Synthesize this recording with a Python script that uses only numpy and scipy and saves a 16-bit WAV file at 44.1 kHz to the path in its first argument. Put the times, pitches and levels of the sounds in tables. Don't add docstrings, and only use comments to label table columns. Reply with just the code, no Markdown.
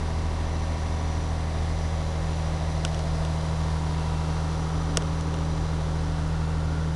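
import sys
import numpy as np
from scipy import signal
from scipy.fft import rfft, irfft, next_fast_len
from scipy.io import wavfile

SR = 44100
rng = np.random.default_rng(int(sys.argv[2]) if len(sys.argv) > 2 else 0)


def unload_audio(sound):
    columns = np.transpose(np.atleast_2d(sound))
    steps = np.round(np.clip(columns, -1, 1) * 32767)
    wavfile.write(sys.argv[1], SR, steps.astype(np.int16))


N = 306495
CYLINDERS, TOP_HZ = 6, 11200


def undb(db):
    return np.exp(np.asarray(db) * (np.log(10) / 20))


def curves(table):
    time_s, *columns = np.transpose(table)
    return [np.interp(np.arange(N) / SR, time_s, column) for column in columns]


def along(table, hz):
    points_hz, values = np.transpose(table)
    return np.interp(np.log(hz + 1e-3), np.log(points_hz), values)


def shaped(x, gain):
    size = next_fast_len(N, real=True)
    hz = np.arange(size // 2 + 1) * SR / size
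    return irfft(rfft(x, size) * gain(hz), size)[:N]


def drift(rate_hz):
    step = int(SR / rate_hz)
    knots = rng.standard_normal(512)[:N // step + 2, None]
    ease = .5 - .5 * np.cos(np.pi * np.arange(step) / step)
    return 0.96 * (knots[:-1] + np.diff(knots, axis=0) * ease).ravel()[:N]


def eased(middle_s, length_s):
    return .5 + .5 * np.sin(np.pi * np.clip((np.arange(N) / SR - middle_s) / length_s, -.5, .5))


def tone(turns, rms_db):
    phase = 2 * np.pi * (turns % 1 + rng.random())
    return np.sqrt(2) * undb(rms_db) * np.sin(phase.astype(np.float32))


def strokes(cycle, depth_db, count=24):
    beats = rng.standard_normal(count)
    gain = undb(depth_db * np.interp(cycle, np.arange(count) / count, beats, period=1))
    return gain / np.sqrt(np.mean(gain ** 2))


# frequency_hz, density_db (per hertz)
RUSH_SPECTRUM = [(12, -79), (32, -59), (50, -60), (66, -60), (110, -62), (230, -71.5), (400, -70.5),
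                 (680, -71.5), (1050, -77.5), (1850, -79.5), (2500, -85), (3600, -82.5), (5300, -86),
                 (7400, -92.5), (10000, -94.5), (12000, -102)]

def rush(cycle, flutter_db=0.26):
    noise = shaped(rng.standard_normal(N), lambda hz: undb(along(RUSH_SPECTRUM, hz))) * np.sqrt(SR / 2)
    return noise * strokes(cycle, depth_db=0.67) * undb(flutter_db * drift(15))


# pitch_hz, level_db
GEAR_TONES = [(1814, -64), (2702, -68), (3055, -72.5), (4052, -68.5), (4395, -74), (5888, -66)]

def gear_whine(cycle, mean_cycle_hz, waver_db=5.5, smear_turns=0.17):
    return sum(tone(cycle * hz / mean_cycle_hz + smear_turns * drift(5), db + waver_db * drift(1.42))
               for hz, db in GEAR_TONES)


# centre_hz, half_width_hz, level_db
VALVE_RESONANCES = [(3980, 120, -62.5), (4900, 160, -63), (5883, 190, -58.5), (6900, 200, -67)]

def valves(cycle, waver_db=2.5):
    out = 0
    for centre_hz, half_width_hz, db in VALVE_RESONANCES:
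        ticks = rng.standard_normal(N) * strokes(cycle, depth_db=1.0)
        ring = shaped(ticks, lambda hz: 1 / (1 + 1j * (hz - centre_hz) / half_width_hz) ** 2)
        out += ring / np.std(ring) * undb(db + waver_db * drift(3.41))
    return out


# pitch_hz, level_db
MOTOR_PARTIALS = [(35.07, -37), (70.2, -49.5)]

def slow_motor(speed_spread=0.0033, waver_db=2.3):
    clock_s = np.cumsum(1 + speed_spread * drift(3.6)) / SR
    return sum(tone(hz * clock_s, db + waver_db * drift(4.1)) for hz, db in MOTOR_PARTIALS)


# pitch_hz, relative_db, t60_s
CASE_MODES = [(532, -16, 0.051), (790, -13, 0.03), (1500, -5.5, 0.011), (2965, 0.5, 0.0052),
              (3530, 2.5, 0.0053), (5530, 6, 0.0073), (6640, 1, 0.0047), (7780, -3.5, 0.0033)]
# start_s, peak_db, tilt_db_per_octave
CASE_SNAPS = [(2.8503, -7.5, -1.5), (2.9457, -21.5, -1), (2.9922, -24, 3), (3.2505, -20.5, -5),
              (4.9720, -0.5, 4.5), (5.0228, -21.5, -7.5), (5.21, -23, 4), (5.342, -21, -7),
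              (5.388, -25, -9)]

def case_clicks(retouch_s=0.000643, retouch_db=-6, thud_db=-8, thud_slope=1.2):
    out, t = np.zeros(N), np.arange(SR // 20) / SR
    mode_hz, mode_db, mode_t60_s = np.transpose(CASE_MODES)[:, :, None]
    octaves = np.log2(mode_hz / mode_hz.mean())
    crack_lowpass = signal.butter(2, 4200, fs=SR, output="sos")

    def ring(hz, t60_s, lag_s=0):
        age = np.maximum(t - lag_s, 0)
        return np.sin(2 * np.pi * hz * age) * np.exp(-np.log(1000) * age / t60_s)

    def grit(db, t60_s):
        return undb(db) * rng.standard_normal(len(t)) * np.exp(-np.log(1000) * t / t60_s)

    for start_s, peak_db, tilt_db in CASE_SNAPS:
        touches = ring(mode_hz, mode_t60_s) + undb(retouch_db) * ring(mode_hz, mode_t60_s, retouch_s)
        snap = np.sum(undb(mode_db + tilt_db * octaves) * touches, axis=0)
        crack = signal.sosfilt(crack_lowpass, grit(db=-17, t60_s=0.021))
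        scuff = signal.fftconvolve(grit(db=-25, t60_s=0.023), snap / np.linalg.norm(snap))[:len(t)]
        thud = undb(thud_db + thud_slope * peak_db) * ring(hz=520, t60_s=0.0057, lag_s=0.0051)
        i = int(start_s * SR)
        out[i:i + len(t)] += undb(peak_db) * (snap / np.abs(snap).max() + crack + scuff - thud)
    return out


# frequency_hz, change_db
COLOUR_SHIFT = [(330, 0), (520, 2), (650, -2), (760, -1.5), (870, 1.5), (1000, -2), (1380, 3), (1750, -1),
                (2150, -2.5), (2700, 0.5)]
# middle_s, centre_hz, boost_db
PASSING_BANDS = [(2.45, 563, 3.5), (3.15, 664, 5.5), (3.95, 980, 4), (4.6, 1280, 4.5), (6.7, 1440, 6.5)]
# time_s, midrange_db, treble_db
PATH_GAINS = [(0, 0.1, 0.2), (2.2, 0.2, 0.6), (2.9, 0.2, 1.3), (4.3, 0, 1), (5.2, 0.5, -0.6),
              (5.8, 0.1, -.7), (6.9, -1.5, -2)]

def over_water(x, swell_s=0.58, swell_octaves=0.13, bass_hz=417, treble_hz=2800):
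    t = np.arange(N) / SR
    before = shaped(x, lambda hz: undb(-along(COLOUR_SHIFT, hz) / 2))
    after = shaped(x, lambda hz: undb(along(COLOUR_SHIFT, hz) / 2))
    out = before + (after - before) * eased(middle_s=3.1, length_s=3.5)
    for middle_s, centre_hz, boost_db in PASSING_BANDS:
        band = shaped(out, lambda hz: np.exp(-(np.log2((hz + 1) / centre_hz) / swell_octaves) ** 2))
        swell = np.exp(-((t - middle_s) / swell_s) ** 2)
        out += band * (undb(boost_db * swell) - 1)
    bass = shaped(out, lambda hz: np.exp(-(hz / bass_hz) ** 2))
    treble = shaped(out, lambda hz: 1 - np.exp(-(hz / treble_hz) ** 2))
    midrange = out - bass - treble
    midrange_db, treble_db = curves(PATH_GAINS)
    return bass + midrange * undb(midrange_db) + treble * undb(treble_db)


# frequency_hz, line_level_db
CLATTER_SPECTRUM = [(25, -61), (130, -62), (220, -62), (500, -66), (800, -65.5), (1150, -64.5), (1550, -76),
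                    (1950, -71), (2400, -79.5), (3100, -87), (4300, -90), (7000, -101.5)]

def clatter(cycle, mean_cycle_hz, scatter_db=4.5, blend_radians=0.63, size=8192):
    orders = np.arange(size // 2 + 1)
    line_hz = orders * mean_cycle_hz
    taken = [0, CYLINDERS, 2 * CYLINDERS, 3 * CYLINDERS] + [order for order, _ in BLOCK_ORDERS]
    sounding = ~np.isin(orders, taken) & (line_hz < TOP_HZ)
    patterns = []
    for _ in range(2):
        line_db = along(CLATTER_SPECTRUM, line_hz) + scatter_db * rng.standard_normal(len(orders))
        lines = sounding * undb(line_db) * np.exp(2j * np.pi * rng.random(len(orders)))
        one_cycle = irfft(lines) * size / np.sqrt(2)
        patterns.append(np.interp(cycle % 1 * size, np.arange(size), one_cycle))
    blend = blend_radians * drift(1.23)
    return np.cos(blend) * patterns[0] + np.sin(blend) * patterns[1]


# order (multiple of the cycle rate), level_db
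BLOCK_ORDERS = [(3, -51), (7, -52.5), (8, -59), (9, -45), (11, -67.5), (22, -52.5), (24, -54.5), (28, -53),
                (36, -52.5), (41, -55), (42, -51.5), (49, -57), (51, -56.5), (55, -58), (57, -52.5),
                (58, -52.5), (59, -61.5), (60, -54.5), (63, -58), (66, -57), (74, -53), (75, -53.5),
                (80, -57), (86, -54), (93, -58.5)]

def engine_block(cycle, waver_db=1.3, smear_turns=0.042):
    return sum(tone(order * cycle + smear_turns * drift(2.91), db + waver_db * drift(1.955))
               for order, db in BLOCK_ORDERS)


# time_s, level_db
FAN_LEVEL = [(0, -54.5), (1.3, -45.5), (2.6, -60), (4, -46.5), (5.35, -42), (5.75, -51.5), (6.15, -43.5),
             (6.9, -47)]

def fan(cycle, order=21.53, waver_db=3.5):
    return tone(cycle * order, curves(FAN_LEVEL)[0] + waver_db * drift(4.5))


# before_db, after_db
EXHAUST_HARMONICS = [(-28.5, -29.5), (-37.5, -30.5), (-46, -55)]

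def exhaust(cycle, waver_db=.5):
    moved = eased(middle_s=2.09, length_s=2.54)
    firing_phase = 2 * np.pi * CYLINDERS * cycle
    hum = 0
    for harmonic, (before_db, after_db) in enumerate(EXHAUST_HARMONICS, start=1):
        rms_db = before_db + (after_db - before_db) * moved + waver_db * drift(9)
        hum -= np.sqrt(2) * undb(rms_db) * np.cos(harmonic * firing_phase)
    return hum


# time_s, firing_rate_hz
FIRING_RATE = [(0.1, 79.06), (1.4, 78.79), (2.3, 78.91), (3, 78.64), (4.4, 78.83), (5.2, 79.55),
               (5.85, 78.48), (6.85, 78.87)]

def scene():
    cycle_hz = curves(FIRING_RATE)[0] / CYLINDERS
    cycle = np.cumsum(cycle_hz) / SR
    machinery = engine_block(cycle) + gear_whine(cycle, cycle_hz.mean())
    machinery += clatter(cycle, cycle_hz.mean()) + rush(cycle) + valves(cycle)
    crane = exhaust(cycle) + fan(cycle) + over_water(machinery)
    return (crane + slow_motor() + case_clicks())[None]


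def record(dry):
    return signal.sosfilt(signal.butter(22, TOP_HZ, fs=SR, output="sos"), dry)


dry = scene()
out = record(dry)
unload_audio(out)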